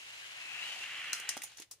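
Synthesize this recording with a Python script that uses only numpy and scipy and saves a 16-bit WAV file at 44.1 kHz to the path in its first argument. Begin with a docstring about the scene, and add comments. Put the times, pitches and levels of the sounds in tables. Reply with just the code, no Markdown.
"""Two die-cast toy cars rush down a plastic track on a carpet, close to a stereo microphone.
First their wheels ring and drum the track, hiss, whirr and rub the rail, moving from left to centre.
At 1.13 s the first car clacks through the finish gate and sets its flag chattering; the second follows.
From 1.29 s they hit the end stops, shove the track with hollow thuds, rebound and rattle to rest,
their metal shells ringing. The last clack, at 1.71 s, dies away in the small, quiet room."""
import sys
import numpy as np
from scipy import signal
from scipy.fft import rfft, irfft
from scipy.io import wavfile
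from scipy.ndimage import uniform_filter1d, map_coordinates

SR = 44100
rng = np.random.default_rng(int(sys.argv[2]) if len(sys.argv) > 2 else 0)


def int16_out(signal):
    """Quantize to a 16-bit WAV file."""
    q = np.round(np.clip(np.atleast_2d(signal).T, -1, 1) * 32767)
    wavfile.write(sys.argv[1], SR, q.astype(np.int16))


N = 79380
HZ = np.fft.rfftfreq(2 * N, 1 / SR)
TIME_S = np.arange(N) / SR

# Room tone. Each row: frequency in Hz, relative density in dB.
ROOM_TONE_SPECTRUM = [(20,-29),(50,-15),(70,-8.5),(95,-2.5),(130,-3.5),(200,-23.5),(500,-9.5),(1500,-20),(5000,-22.5),(16000,-23)]
# Room decay. Each row: frequency in Hz, t60 in seconds.
ROOM_DECAY = [(100,0.151),(500,0.29),(2000,0.3),(6000,0.23),(10000,0.2),(16000,0.073)]
# Wheel rubs on the rail. Each row: start in seconds, length in seconds, pitch in Hz, level in dB.
RUBS = [(.21,.045,1620,-55),(.58,.024,2680,-47),(.618,.045,4020,-51),(.748,.04,760,-57),(.81,.036,2750,-44.5)]
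# Overall rolling. Each row: time in seconds, level in dB.
ROLL_LEVEL = [(0,-55.5),(.11,-52.5),(.24,-50.5),(.35,-49.5),(.48,-48.5),(.6,-46),(.69,-45),(.765,-48.5),(.8,-50),(.818,-45),(.87,-45.5),(.96,-44),(1.11,-43),(1.2,-46.5),(1.3,-46.5),(1.35,-49.5),(1.39,-59.5),(1.5,-61),(1.57,-66),(1.63,-63),(1.66,-78.5),(1.8,-75.5)]
# The cars' run. Each row: time in seconds, hiss gain in dB, drum gain in dB, left lead in ms,
# left minus right in dB.
RUN = [(0,6,3.5,0.21,-0.4),(.3,1.5,1,0.2294,0.41),(.55,1,1.5,0.13,2),(.7,2.5,2,0.093,1.61),(.8,5.5,5,0.088,0.95),(.86,-1,-3,0.037,1.1),(1.0,-3,-1,0.049,-1),(1.25,-6,-1,0.024,-0.5),(1.55,11,5,0.024,0.5)]
# Wheel whirr in the track's channel. Each row: time in seconds, pitch in Hz, dB against the rolling.
WHIRR = [(0,2765,-1.5),(.32,2850,-6.5),(.45,2636,0),(.59,2735,1.3),(.69,2990,0),(.77,2800,-1.5),(.83,2760,-0.5),(.9,2750,-6.5),(1.1,2780,-4.5),(1.35,2800,-5)]
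# Track under the wheels. Each row: frequency in Hz, relative density in dB.
TRACK_SPECTRUM = [(40,-57),(400,-40),(750,-32.5),(1100,-14.5),(1500,-7),(1900,-4),(2400,-3),(2800,-4.5),(3250,-5),(3700,-20.5),(5000,-44.5),(9000,-56),(16000,-67)]
# Track and chassis resonances. Each row: frequency in Hz, width in Hz, lift in dB.
TRACK_PEAKS = [(1550,65,0.5),(1557.7,105,-1.5),(2010,140,1),(4063,190,16.5)]
# Track drumming on the carpet. Each row: frequency in Hz, relative density in dB.
DRUM_SPECTRUM = [(40,-22),(150,-12),(300,-9),(500,-6.5),(700,-0.5),(900,0),(1300,-5),(1800,-9),(4000,-26)]
# Wheel and axle hiss. Each row: frequency in Hz, relative density in dB.
HISS_SPECTRUM = [(500,-30.5),(3000,3),(4300,2),(5500,-2.5),(6800,-1.5),(8000,-6.5),(10300,-10.5),(11800,-15.5),(13700,-21),(15200,-23)]
# Shoves of the track's end. Each row: start in seconds, level in dB, brightness in dB, pitch factor.
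THUDS = [(1.3662,-39,2.5,1),(1.4375,-65,16,1.08),(1.5968,-46.5,-8,1.15),(1.6130,-56,-8,1.35)]
# Hollow modes of the track's end. Each row: base frequency in Hz, gain in dB, t60 in seconds,
# share of the brightness.
THUD_MODES = [(262,0,.032,0),(340,-4,.025,0),(420,-10,.04,0),(610,-3,.025,1),(775,0,.028,1),(900,-6,.02,1)]
# Hits on hard plastic. Each row: start in seconds, level in dB, part.
PLASTIC_HITS = [(1.1309,-26.5,"gate"),(1.2903,-28,"stop"),(1.419,-33,"rail")]
# Plastic modes by part. Each row: frequency in Hz, gain in dB, t60 in seconds.
PLASTIC_MODES = {"gate": [(1450,-4,0.0171),(2800,-2.5,0.026),(4180,-2.5,0.018),(4950,1.5,0.011),(5500,-14,0.014)],
                 "stop": [(840,-16,0.024),(1940,-3,0.0171),(3170,-7,0.019),(5920,-5.5,0.024)],
                 "rail": [(1984,0.5,0.01),(2410,0,0.0094)]}
# Metal shell resonances by car. Each row: frequency in Hz, width in Hz, relative level in dB.
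SHELL_MODES = {"first": [(4920,160,-7),(5310,160,-8),(5820,340,0),(6290,130,-6),(6730,160,-3),(9000,260,-7),(9480,400,-5),(14550,300,-15)],
               "second": [(4130,120,-9),(6250,200,-6),(6800,380,-1),(8290,300,-10),(9170,220,-3),(9600,260,-6),(12330,300,-14)]}
# Hard knocks. Each row: start in seconds, relative level in dB, contact t60 in seconds,
# low, body, top and metal ring gains in dB, left minus right in dB, car.
KNOCKS = [(1.1303,-21,0.012,-4.5,0,0,-39,3,"first"),(1.1988,-37,0.0157,6.5,-2,5,-7.5,-5,"second"),(1.2902,-21.5,0.022,-7,2.5,-0.5,-6,0.5,"first"),
          (1.3674,-35.5,0.033,4,12,8,-28.5,-3,"first"),(1.3744,-34,0.0175,-8,6,-6,-11,0,"first"),(1.4184,-35,0.033,-18,12.5,6,-29,-2,"second"),
          (1.4340,-33.5,0.066,1,2.5,14,0,-0.5,"second"),(1.518,-54,0.023,5,7,-12,-29.5,-11,"second"),(1.571,-42.5,0.0203,2,0,0,-2.5,-1,"second"),(1.5833,-43,0.016,1,2.5,-5.5,-27,6,"first"),
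          (1.5887,-44,0.0223,-14,10.5,-13.5,-33,1,"first"),(1.5987,-39.5,0.027,-13,-6,4,-7.5,-3,"second"),(1.6175,-57,0.017,-11,7.5,-11,-18,-12.5,"second"),
          (1.6201,-40.5,0.029,-12.5,9,-7,-30,-1,"second"),(1.6255,-46.5,0.0053,-15,14,-14,-9,9.5,"second"),(1.643,-58,0.019,-19,-7.5,2,-20,4.5,"second"),(1.7110,-38,0.086,5,-7,5,-17.5,2.5,"first")]
# Plastic clack. Each row: frequency in Hz, relative density in dB.
CLACK_SPECTRUM = [(60,-25),(250,-15),(700,-11),(1400,-6.5),(2800,-7.5),(3600,-3),(4300,-2),(5400,2.5),(6600,3.5),(7300,-1.5),(8200,-1.5),(9500,-2),(10300,-4),(11400,-8),(12200,-6),(13200,-19),(14000,-10),(14800,-11.5)]
# Stereo width of a clack. Each row: frequency in Hz, side minus mid in dB.
CLACK_SIDE = [(200,-25),(1000,-2.5),(3000,-9.5),(6000,-0.5),(12000,-1.5)]
# Microphone pair. Each row: frequency in Hz, left minus right in dB.
MIC_BALANCE = [(100,0.5),(300,-2),(700,1.5),(1500,0.5),(3000,1.5),(4500,1.5),(5800,2),(7200,0),(8500,-4),(10300,-5.5),(12000,-0.5),(14500,-1.5)]

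KNOCK_RISE_S, KNOCK_HOLD_S, KNOCK_REVERB_DB = 0.00113, 0.0012, -7


def amp(db):
    """Decibels to gain."""
    return 10 ** (np.asarray(db) / 20)


def unit(x):
    """Scale to an rms of one."""
    return x / np.sqrt(np.mean(x ** 2) + 1e-20)


def spectrum(rows, hz=HZ):
    """Interpolate a table over log frequency."""
    row_hz, value = np.transpose(rows)
    return np.interp(np.log(hz + 1), np.log(row_hz), value)


def curves(rows):
    """Each column of a time table, per sample."""
    time_s, *columns = np.transpose(rows)
    return [np.interp(TIME_S, time_s, column) for column in columns]


def peak(hz, width_hz):
    """Resonance curve of height one."""
    return 1 / (1 + (2 * (HZ - hz) / width_hz) ** 2)


def colour(x, db):
    """Minimum-phase filter with the given gain per frequency."""
    log_gain = np.log(amp(np.maximum(db, -100)))
    phase = -signal.hilbert(np.r_[log_gain, log_gain[-2:0:-1]]).imag[:len(HZ)]
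    return irfft(rfft(x, 2 * N) * np.exp(log_gain + 1j * phase))[..., :N]


def resonate(x, hz, width_hz):
    """Resonance that follows a pitch curve."""
    carrier = np.exp(2j * np.pi * np.cumsum(hz) / SR)
    pole = np.exp(-np.pi * width_hz / SR)
    return unit((carrier * signal.lfilter([1], [1, -2 * pole, pole * pole], x / carrier)).real)


def balance(db):
    """Left and right gains for a level difference."""
    return amp(np.array([[.5], [-.5]]) * db)


def add(mix, start_s, sound):
    """Mix a sound in, in place."""
    part = mix[..., round(start_s * SR):]
    part += sound[..., :part.shape[-1]]


def signs(shape=(2, N)):
    """White noise of random signs."""
    return rng.choice([-1., 1.], shape)


def room_tone(level_db=-72):
    """Quiet room: low drone, faint hiss."""
    noise = rng.standard_normal(N) + .5 * rng.standard_normal((2, N))
    return amp(level_db) * unit(colour(noise, spectrum(ROOM_TONE_SPECTRUM)))


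def reverb(x, gap_s=0.0046, tap_chance=1 / 11):
    """Dense room reflections, each band dying at its own rate."""
    taps = signs() * (rng.random((2, N)) < tap_chance) * (TIME_S > gap_s)
    hz, time_s, bands = signal.stft(taps, SR, nperseg=256)
    decay = amp(-60 * time_s / spectrum(ROOM_DECAY, hz)[:, None])
    tail = signal.istft(bands * decay, SR, nperseg=256)[1]
    tail /= np.linalg.norm(tail, axis=1, keepdims=True)
    return signal.fftconvolve(x.mean(0)[None], tail, axes=1)[:, :N]


def rail_rubs(width_hz=130):
    """A wheel rubs the rail: a brief, narrow, fuzzy ring."""
    out = np.zeros((2, N))
    for start_s, length_s, hz, db in RUBS:
        ring = unit(colour(rng.standard_normal((2, N)), 20 * np.log10(peak(hz, width_hz))))
        swell = np.sin(np.pi * np.minimum(TIME_S / length_s, 1))
        add(out, start_s, amp(db) * swell * ring)
    return out


def wheel_bumps(bumps_per_s=9000, spread_db=2.5):
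    """Countless small bumps of hard wheels on plastic, a few larger."""
    sizes = amp(spread_db * np.minimum(rng.exponential(1, N), 6))
    return sizes * signs(N) * (rng.random(N) < bumps_per_s / SR)


def moving_bumps(tone_db, lead_ms, direct_share):
    """Coloured bumps: a direct part, left channel first, plus a diffuse part from the room."""
    direct, left, right = (unit(colour(wheel_bumps(), tone_db)) for _ in range(3))
    late = map_coordinates(direct, [np.arange(N) - lead_ms * SR / 1000], order=3)
    diffuse = np.sqrt(1 - direct_share) * np.array([left, right])
    return np.sqrt(direct_share) * np.array([direct, late]) + diffuse


def rolling(track_db=0.2975, drum_db=-15, hiss_db=-5, flutter_db=0.6, flutter_hz=44.8):
    """Wheel bumps ring and drum the track, hiss in the axles and whirr; the level flutters."""
    level_db, = curves(ROLL_LEVEL)
    hiss_gain_db, drum_gain_db, lead_ms, pan_db = curves(RUN)
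    whirr_hz, whirr_db = curves(WHIRR)
    flutter_band = HZ / (1 + (HZ / flutter_hz) ** 3)
    flutter = unit(irfft(rfft(rng.standard_normal(2 * N)) * flutter_band)[:N])
    peaks_db = sum(db * peak(hz, width_hz) for hz, width_hz, db in TRACK_PEAKS)
    track = moving_bumps(spectrum(TRACK_SPECTRUM) + peaks_db, lead_ms, direct_share=0.6)
    drum = moving_bumps(spectrum(DRUM_SPECTRUM), lead_ms, direct_share=0.691)
    hiss = moving_bumps(spectrum(HISS_SPECTRUM), lead_ms, direct_share=0.071)
    channel = moving_bumps(spectrum(TRACK_SPECTRUM), lead_ms, direct_share=0.6)
    whirr = resonate(channel, whirr_hz, width_hz=340)
    mix = (amp(track_db) * track + amp(drum_db + drum_gain_db) * drum
           + amp(hiss_db + hiss_gain_db) * hiss + amp(whirr_db) * whirr)
    return mix * amp(level_db + flutter_db * flutter) * balance(pan_db)


def track_thuds(rise_s=.003, reverb_db=-12):
    """The cars shove the track's hollow end against the carpet."""
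    out = np.zeros((2, N))
    for start_s, level_db, bright_db, pitch in THUDS:
        ring = np.zeros(N)
        for k, (hz, db, t60_s, share) in enumerate(THUD_MODES):
            decay = amp(db + share * bright_db - 60 * TIME_S / t60_s)
            ring += (-1) ** k * decay * np.sin(2 * np.pi * hz * pitch * TIME_S)
        add(out, start_s, amp(level_db) * np.minimum(TIME_S / rise_s, 1) * ring)
    return out + amp(reverb_db) * reverb(out)


def clack_tone_db(low_db, body_db, top_db, low_hz=1525, body_hz=3450, top_hz=8600):
    """Clack spectrum with two low shelves and one high shelf."""
    low, body, below_top = (1 / (1 + (HZ / hz) ** 6) for hz in (low_hz, body_hz, top_hz))
    return spectrum(CLACK_SPECTRUM) + low_db * low + body_db * body + top_db * (1 - below_top)


def gate_flag(start_s=1.142, level_db=-48.5, t60_s=0.36, ticks_per_s=1400):
    """The gate's flag, tripped by the first car, chatters on its pivot."""
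    ticks = signs() * (rng.random(N) < ticks_per_s / SR)
    chatter = unit(colour(ticks, clack_tone_db(low_db=0, body_db=1, top_db=2)))
    out = np.zeros((2, N))
    add(out, start_s, amp(level_db - 60 * TIME_S / t60_s) * chatter)
    return out + amp(KNOCK_REVERB_DB) * reverb(out)


def plastic_rings():
    """Gate, end stop and rail ring briefly when hit."""
    out = np.zeros((2, N))
    for start_s, level_db, part in PLASTIC_HITS:
        ring = sum(amp(db - 60 * TIME_S / t60_s) * np.sin(2 * np.pi * (hz * TIME_S + rng.random()))
                   for hz, db, t60_s in PLASTIC_MODES[part])
        add(out, start_s, amp(level_db) * np.minimum(TIME_S / KNOCK_RISE_S, 1) * ring)
    return out + amp(KNOCK_REVERB_DB) * reverb(out)


def contact_burst(t60_s, tone_db):
    """Two channels of tiny contacts that swell, hold and die, coloured by the struck body."""
    decay_s = np.maximum(TIME_S - KNOCK_RISE_S - KNOCK_HOLD_S, 0)
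    envelope = np.minimum(TIME_S / KNOCK_RISE_S, 1) * amp(-60 * decay_s / t60_s)
    return unit(colour(envelope * signs(), tone_db)) * np.sqrt(np.mean(envelope ** 2))


def metal_shell(car, t60_s=0.081):
    """A metal body rattles on its chassis: a fuzzy ring, new for each blow."""
    power = sum((amp(db) * peak(hz, width_hz)) ** 2 for hz, width_hz, db in SHELL_MODES[car])
    return contact_burst(t60_s, 10 * np.log10(power))


def car_knocks(gain_db=-4.5, shell_db=-3):
    """The cars strike gate, stops and each other: a plastic clack plus a short metal ring."""
    out = np.zeros((2, N))
    spread = amp(spectrum(CLACK_SIDE))
    for start_s, db, t60_s, low_db, body_db, top_db, ring_db, pan_db, car in KNOCKS:
        mid, side = rfft(contact_burst(t60_s, clack_tone_db(low_db, body_db, top_db)), 2 * N)
        left_right = np.array([mid + spread * side, mid - spread * side]) / np.hypot(1, spread)
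        clack = irfft(left_right)[:, :N]
        ring = amp(shell_db + ring_db) * metal_shell(car)
        add(out, start_s, amp(db + gain_db) * balance(pan_db) * (clack + ring))
    return out + amp(KNOCK_REVERB_DB) * reverb(out)


def scene():
    """The run and the finish over room tone."""
    run = rolling() + rail_rubs()
    finish = car_knocks() + plastic_rings() + gate_flag() + track_thuds()
    return run + finish + room_tone()


def suppress_noise(x, threshold_db=-52.5, cut_db_per_db=0.54, max_cut_db=8, above_hz=380):
    """Turn down all but the bass whenever it grows very quiet."""
    highpass = 1 - 1 / (1 + (HZ / above_hz) ** 4)
    upper = irfft(rfft(x, 2 * N) * highpass)[:, :N]
    power = uniform_filter1d((upper ** 2).mean(0), size=400)
    level_db = 10 * np.log10(abs(power) + 1e-14)
    cut_db = np.clip(cut_db_per_db * (threshold_db - level_db), 0, max_cut_db)
    return x + upper * (amp(-cut_db) - 1)


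def record(dry):
    """Each microphone's colour, noise suppression, then the band limit."""
    tilt_db = spectrum(MIC_BALANCE) / 2
    mics = np.array([colour(dry[0], tilt_db), colour(dry[1], -tilt_db)])
    lowpass = signal.firwin(255, cutoff=15600, window=("kaiser", 9), fs=SR)
    return signal.oaconvolve(suppress_noise(mics), lowpass[None], "same")


dry = scene()
out = record(dry)
int16_out(out)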